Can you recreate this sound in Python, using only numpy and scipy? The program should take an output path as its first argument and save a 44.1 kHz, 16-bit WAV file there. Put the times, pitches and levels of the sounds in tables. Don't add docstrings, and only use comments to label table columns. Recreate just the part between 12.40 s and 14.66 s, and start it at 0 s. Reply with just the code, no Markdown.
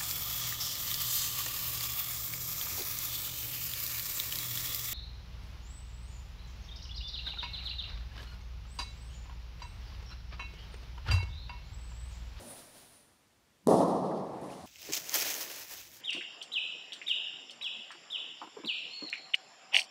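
import sys
import numpy as np
from scipy import signal
from scipy.fft import rfft, irfft
from scipy.io import wavfile
from scipy.ndimage import uniform_filter1d

SR = 44100
rng = np.random.default_rng(int(sys.argv[2]) if len(sys.argv) > 2 else 0)


def master(y):
    cut = np.clip(np.atleast_2d(y).T, -1, 1)
    pcm = np.round(cut * 32767)
    wavfile.write(sys.argv[1], SR, pcm.astype(np.int16))


N = 99621

# pitch_hz, level_db (per Hz)
AIR_COLOUR = [(15, -45), (25, -34), (53, -6), (172, -9), (207, -7.5), (394, -13), (811, -15), (903, -15),
              (1350, -16.5), (1460, -16.5), (6540, -22.5), (7280, -23.5), (15000, -31)]
AIR_DB = -69
# pitch_hz, level_db (per Hz)
OLD_RING_COLOUR = [(25, -30), (60, -22), (100, 0.5), (150, -4.5), (250, 2), (470, -5.5), (580, 0.5),
                   (900, -6.5), (1400, -14.5), (3000, -16.5), (8000, -18)]
OLD_RING_DB = -48
OLD_NOTE_HZ, OLD_NOTE_WIDTH_HZ, OLD_NOTE_DB, OLD_NOTE_DECAY_S = 578, 52, -55, .16

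# pitch_hz, time_s
HALL_T60 = [(80, 2.37), (200, 1.75), (600, 1.81), (1200, 1.915), (2500, 2.25), (5000, 1.58), (9500, 0.91),
            (14000, 0.57)]
FIRST_ECHO_S, BUILD_S = 0.00047, .024
TICK_BUILD_S = 0.01
LUMP_DB, LUMP_S = 1.5, 0.031
# pitch_hz, level_db
HALL_MODES = [(66, -62), (183, -34), (325, -35), (418, -39), (480, -34.5), (547, -33), (679, -38.5),
              (742, -42), (845, -40), (1030, -41.5), (1115, -44)]

# peak_s, level_db
STEPS = [(.005, -61), (.115, -56.5), (2.22, -60)]
STEP_HZ, STEP_WIDTH_HZ, STEP_S = 97, 12, 0.04
# peak_s, rise_s, fall_s, level_db, hiss_db (thin top hiss), tilt_db (highest treble)
SCUFFS = [(.03, 0.046, 0.1, -59, -59.5, -3), (.115, 0.053, 0.047, -58, -50, 8),
          (0.176, 0.036, 0.16, -54.5, -57.5, 2.5), (.385, 0.053, 0.16, -58, -62.5, 3.5),
          (.56, 0.075, 0.1, -67, -64, -5), (2.125, 0.033, 0.092, -55.5, -65.5, -9),
          (2.22, .05, .15, -58.5, -71, -10)]
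# pitch_hz, level_db (per Hz)
SCUFF_COLOUR = [(100, 2), (600, 0), (1500, 0), (2600, -2), (4000, 1.5), (6000, -1.5), (8000, -4),
                (10500, -3.5), (12000, -7.5), (15500, -7.5)]
TILT_START_HZ, TILT_END_HZ = 7800, 14000
HISS_HZ, HISS_WIDTH_HZ = 9550, 820
# start_s, pitch_hz, level_db (at the start), decay_s
SQUEAKS = [(1.712, 1660, -49.5, 0.0079), (2.1, 2320, -51.5, 0.0053), (2.13, 2850, -49.5, .005)]
SQUEAK_WIDTH_HZ = 220

# pitch_hz, level_db (per Hz)
ROLL_COLOUR = [(50, -19), (100, 7), (300, -4.5), (1000, -1.5), (1500, -7), (2000, -8), (2800, -13.5),
               (6000, -22.5), (9500, -21), (14000, -36)]
ROLL_PEAK_S, ROLL_SWELL_S, ROLL_DB = 2.04, 0.24, -56

LAND_S, THUD_DB, TICK_DB = 1.2729, -11.5, -21
TICK_LEAD_S, TICK_DECAY_S = .0008, .0004
SKIP_CRUNCH_S = 0.0031
# pitch_hz, level_db
THUD_COLOUR = [(30, -45), (70, -27), (110, -7.5), (190, 6.5), (330, 1.5), (600, -14), (1000, -9),
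               (1250, -24), (1500, -36), (1850, -30), (2600, -71), (5000, -69)]
# pitch_hz, level_db
TICK_COLOUR = [(1000, -30), (2700, -21), (3900, 0), (6000, -5), (8000, 1), (10000, 2), (12500, -6.5),
               (14000, -14), (15500, -25)]
# peak_s, level_db (peak)
ECHOES = [(1.2852, -11), (1.2899, -13.5), (1.2930, -16), (1.3108, -15), (1.315, -21.5), (1.3302, -19),
          (1.3324, -18.5), (1.3428, -11.5), (1.3517, -16)]
# pitch_hz, level_db
ECHO_COLOUR = [(30, -41), (80, -9), (160, 5.5), (330, 1.5), (550, 8), (800, -16.5), (1150, -19),
               (1500, -64), (1850, -29), (2600, -81), (5000, -75)]
ECHO_TICK_DB = -25
# peak_s, thud_db, tick_db, tick_ring_db
SKIPS = [(1.4822, -12, -22, -24), (1.7150, -20.5, -37, -36), (2.0150, -26, -29, -20)]
# pitch_hz, level_db (per Hz)
THUD_RING_COLOUR = [(25, -47), (45, -44), (70, -25), (105, -19), (135, -5.5), (180, 1), (300, -0.5),
                    (500, -1.5), (750, -0.5), (1100, -10), (1300, -17.5), (1500, -35), (1800, -31),
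                    (2300, -46.5), (4000, -56)]
# pitch_hz, level_db (per Hz)
TICK_RING_COLOUR = [(1200, -25), (2600, -7), (3800, 0.5), (5500, 1.5), (7500, -3), (9800, 5.5), (12000, -7),
                    (15500, -19)]
THUD_RING_DB, TICK_RING_DB = -21.5, -43
COURT_HZ, COURT_DB, COURT_DECAY_S = 223, -7, .005
ECHO_RING_HZ, ECHO_RING_DB, ECHO_RING_DECAY_S = 398, -8, 0.0056
# pitch_hz, level_db
MIC_BASS = [(20, -29), (45, -16), (80, -3.5), (130, -1.5)]
TOP_HZ = 15550


def undb(db):
    return 10 ** (np.asarray(db) / 20)


def lookup(points, hz):
    f, value = np.array(points, float).T
    return np.interp(np.log(np.maximum(hz, 1)), np.log(f), value)


def colour(x, points):
    f = np.fft.rfftfreq(2 * N, 1 / SR)
    return irfft(rfft(x, 2 * N) * undb(lookup(points, f)))[:N]


def noise(points):
    x = colour(rng.standard_normal(N), points)
    return x / x.std()


def resonance(hz, width_hz):
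    f = np.fft.rfftfreq(N, 1 / SR)
    x = irfft(rfft(rng.standard_normal(N)) / (1 + ((f - hz) / width_hz) ** 2), N)
    return x / x.std()


def since(at):
    return np.maximum(np.arange(N) / SR - at, 0)


def lumps():
    size = int(LUMP_S * SR)
    x = uniform_filter1d(uniform_filter1d(rng.standard_normal(N), size), size)
    return undb(LUMP_DB * x / x.std())


def hall(at, points, build_s=BUILD_S):
    age = since(at + FIRST_ECHO_S)
    spectrum, f = rfft(noise(points)), np.fft.rfftfreq(N, 1 / SR)
    octave = np.log2(np.clip(f, 62.5, 16000) / 62.5)
    out = 0
    for k in range(9):
        t60 = lookup(HALL_T60, 62.5 * 2 ** k)
        band = irfft(spectrum * np.maximum(1 - abs(octave - k), 0), N)
        out = out + band * np.exp(-np.log(1000) * age / t60)
    return out * (1 - np.exp(-age / build_s)) * lumps()


def background():
    note_fade = np.exp(-since(0) / OLD_NOTE_DECAY_S)
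    note = undb(OLD_NOTE_DB) * note_fade * resonance(OLD_NOTE_HZ, OLD_NOTE_WIDTH_HZ)
    old_ring = undb(OLD_RING_DB) * hall(-.05, OLD_RING_COLOUR)
    air = undb(AIR_DB) * noise(AIR_COLOUR)
    return note + old_ring + air


def footfalls():
    t = np.arange(N) / SR
    bumps = sum(undb(db) * np.exp(-((t - at) / STEP_S) ** 2) for at, db in STEPS)
    return bumps * resonance(STEP_HZ, STEP_WIDTH_HZ)


def shoes():
    t, out = np.arange(N) / SR, 0
    for at, rise, fall, db, hiss_db, tilt_db in SCUFFS:
        slide = colour(noise(SCUFF_COLOUR), [(TILT_START_HZ, 0), (TILT_END_HZ, tilt_db)])
        hiss = resonance(HISS_HZ, HISS_WIDTH_HZ)
        swell = np.exp(-(np.minimum(t - at, 0) / rise) ** 2 - since(at) / fall)
        out = out + swell * (undb(db) * slide + undb(hiss_db) * hiss)
    for at, hz, db, decay in SQUEAKS:
        fade = (t > at) * np.exp(-since(at) / decay)
        out = out + undb(db) * fade * resonance(hz, SQUEAK_WIDTH_HZ)
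    return out


def hall_modes():
    age, rings = since(LAND_S + FIRST_ECHO_S), 0
    for hz, db in HALL_MODES:
        tone = np.sin(2 * np.pi * (hz * age + rng.random()))
        rings = rings + undb(db) * tone * np.exp(-np.log(1000) * age / lookup(HALL_T60, hz))
    return rings * (1 - np.exp(-age / BUILD_S))


def roll():
    t = np.arange(N) / SR
    swell = np.exp(-((t - ROLL_PEAK_S) / ROLL_SWELL_S) ** 2)
    return undb(ROLL_DB) * swell * noise(ROLL_COLOUR)


def pulse(at, points):
    impulse = np.maximum(1 - abs(np.arange(N) - at * SR), 0)
    x = colour(impulse, points)
    return x / abs(x).max()


def rebound(at, hz, db, decay_s):
    age = since(at)
    ringing = np.sin(2 * np.pi * hz * age) * np.exp(-age / decay_s)
    return -undb(db) * colour(ringing, MIC_BASS)


def tick(at, decay_s=TICK_DECAY_S):
    age = since(at - TICK_LEAD_S)
    burst = rfft(rng.standard_normal(N) * (age > 0) * np.exp(-age / decay_s))
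    even = irfft(np.exp(1j * np.angle(burst)), N)
    x = colour(even * (age > 0), TICK_COLOUR)
    return x / abs(x).max()


def thud_ring(at):
    return undb(THUD_RING_DB) * hall(at, THUD_RING_COLOUR)


def tick_ring(at):
    return undb(TICK_RING_DB) * hall(at, TICK_RING_COLOUR, TICK_BUILD_S)


def ball():
    court = rebound(LAND_S, COURT_HZ, COURT_DB, COURT_DECAY_S)
    thud = undb(THUD_DB) * (pulse(LAND_S, THUD_COLOUR) + court)
    click = undb(TICK_DB) * tick(LAND_S)
    for at, db in ECHOES:
        echo_ring = rebound(at, ECHO_RING_HZ, ECHO_RING_DB, ECHO_RING_DECAY_S)
        thud = thud + undb(db) * (pulse(at, ECHO_COLOUR) + echo_ring)
        click = click + undb(TICK_DB + ECHO_TICK_DB + db - THUD_DB) * tick(at)
    out = thud + click + thud_ring(LAND_S) + tick_ring(LAND_S)
    for at, thud_db, tick_db, ring_db in SKIPS:
        late_thud = np.pad(thud, (int((at - LAND_S) * SR), 0))[:N]
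        out = out + undb(thud_db) * (late_thud + thud_ring(at))
        out = out + undb(TICK_DB + tick_db) * tick(at, SKIP_CRUNCH_S)
        out = out + undb(ring_db) * tick_ring(at)
    return out


def scene():
    surroundings = background() + footfalls() + shoes()
    return (surroundings + hall_modes() + roll() + ball())[None]


def record(dry):
    return signal.sosfilt(signal.ellip(10, .1, 70, TOP_HZ, fs=SR, output="sos"), dry)


dry = scene()
out = record(dry)
master(out)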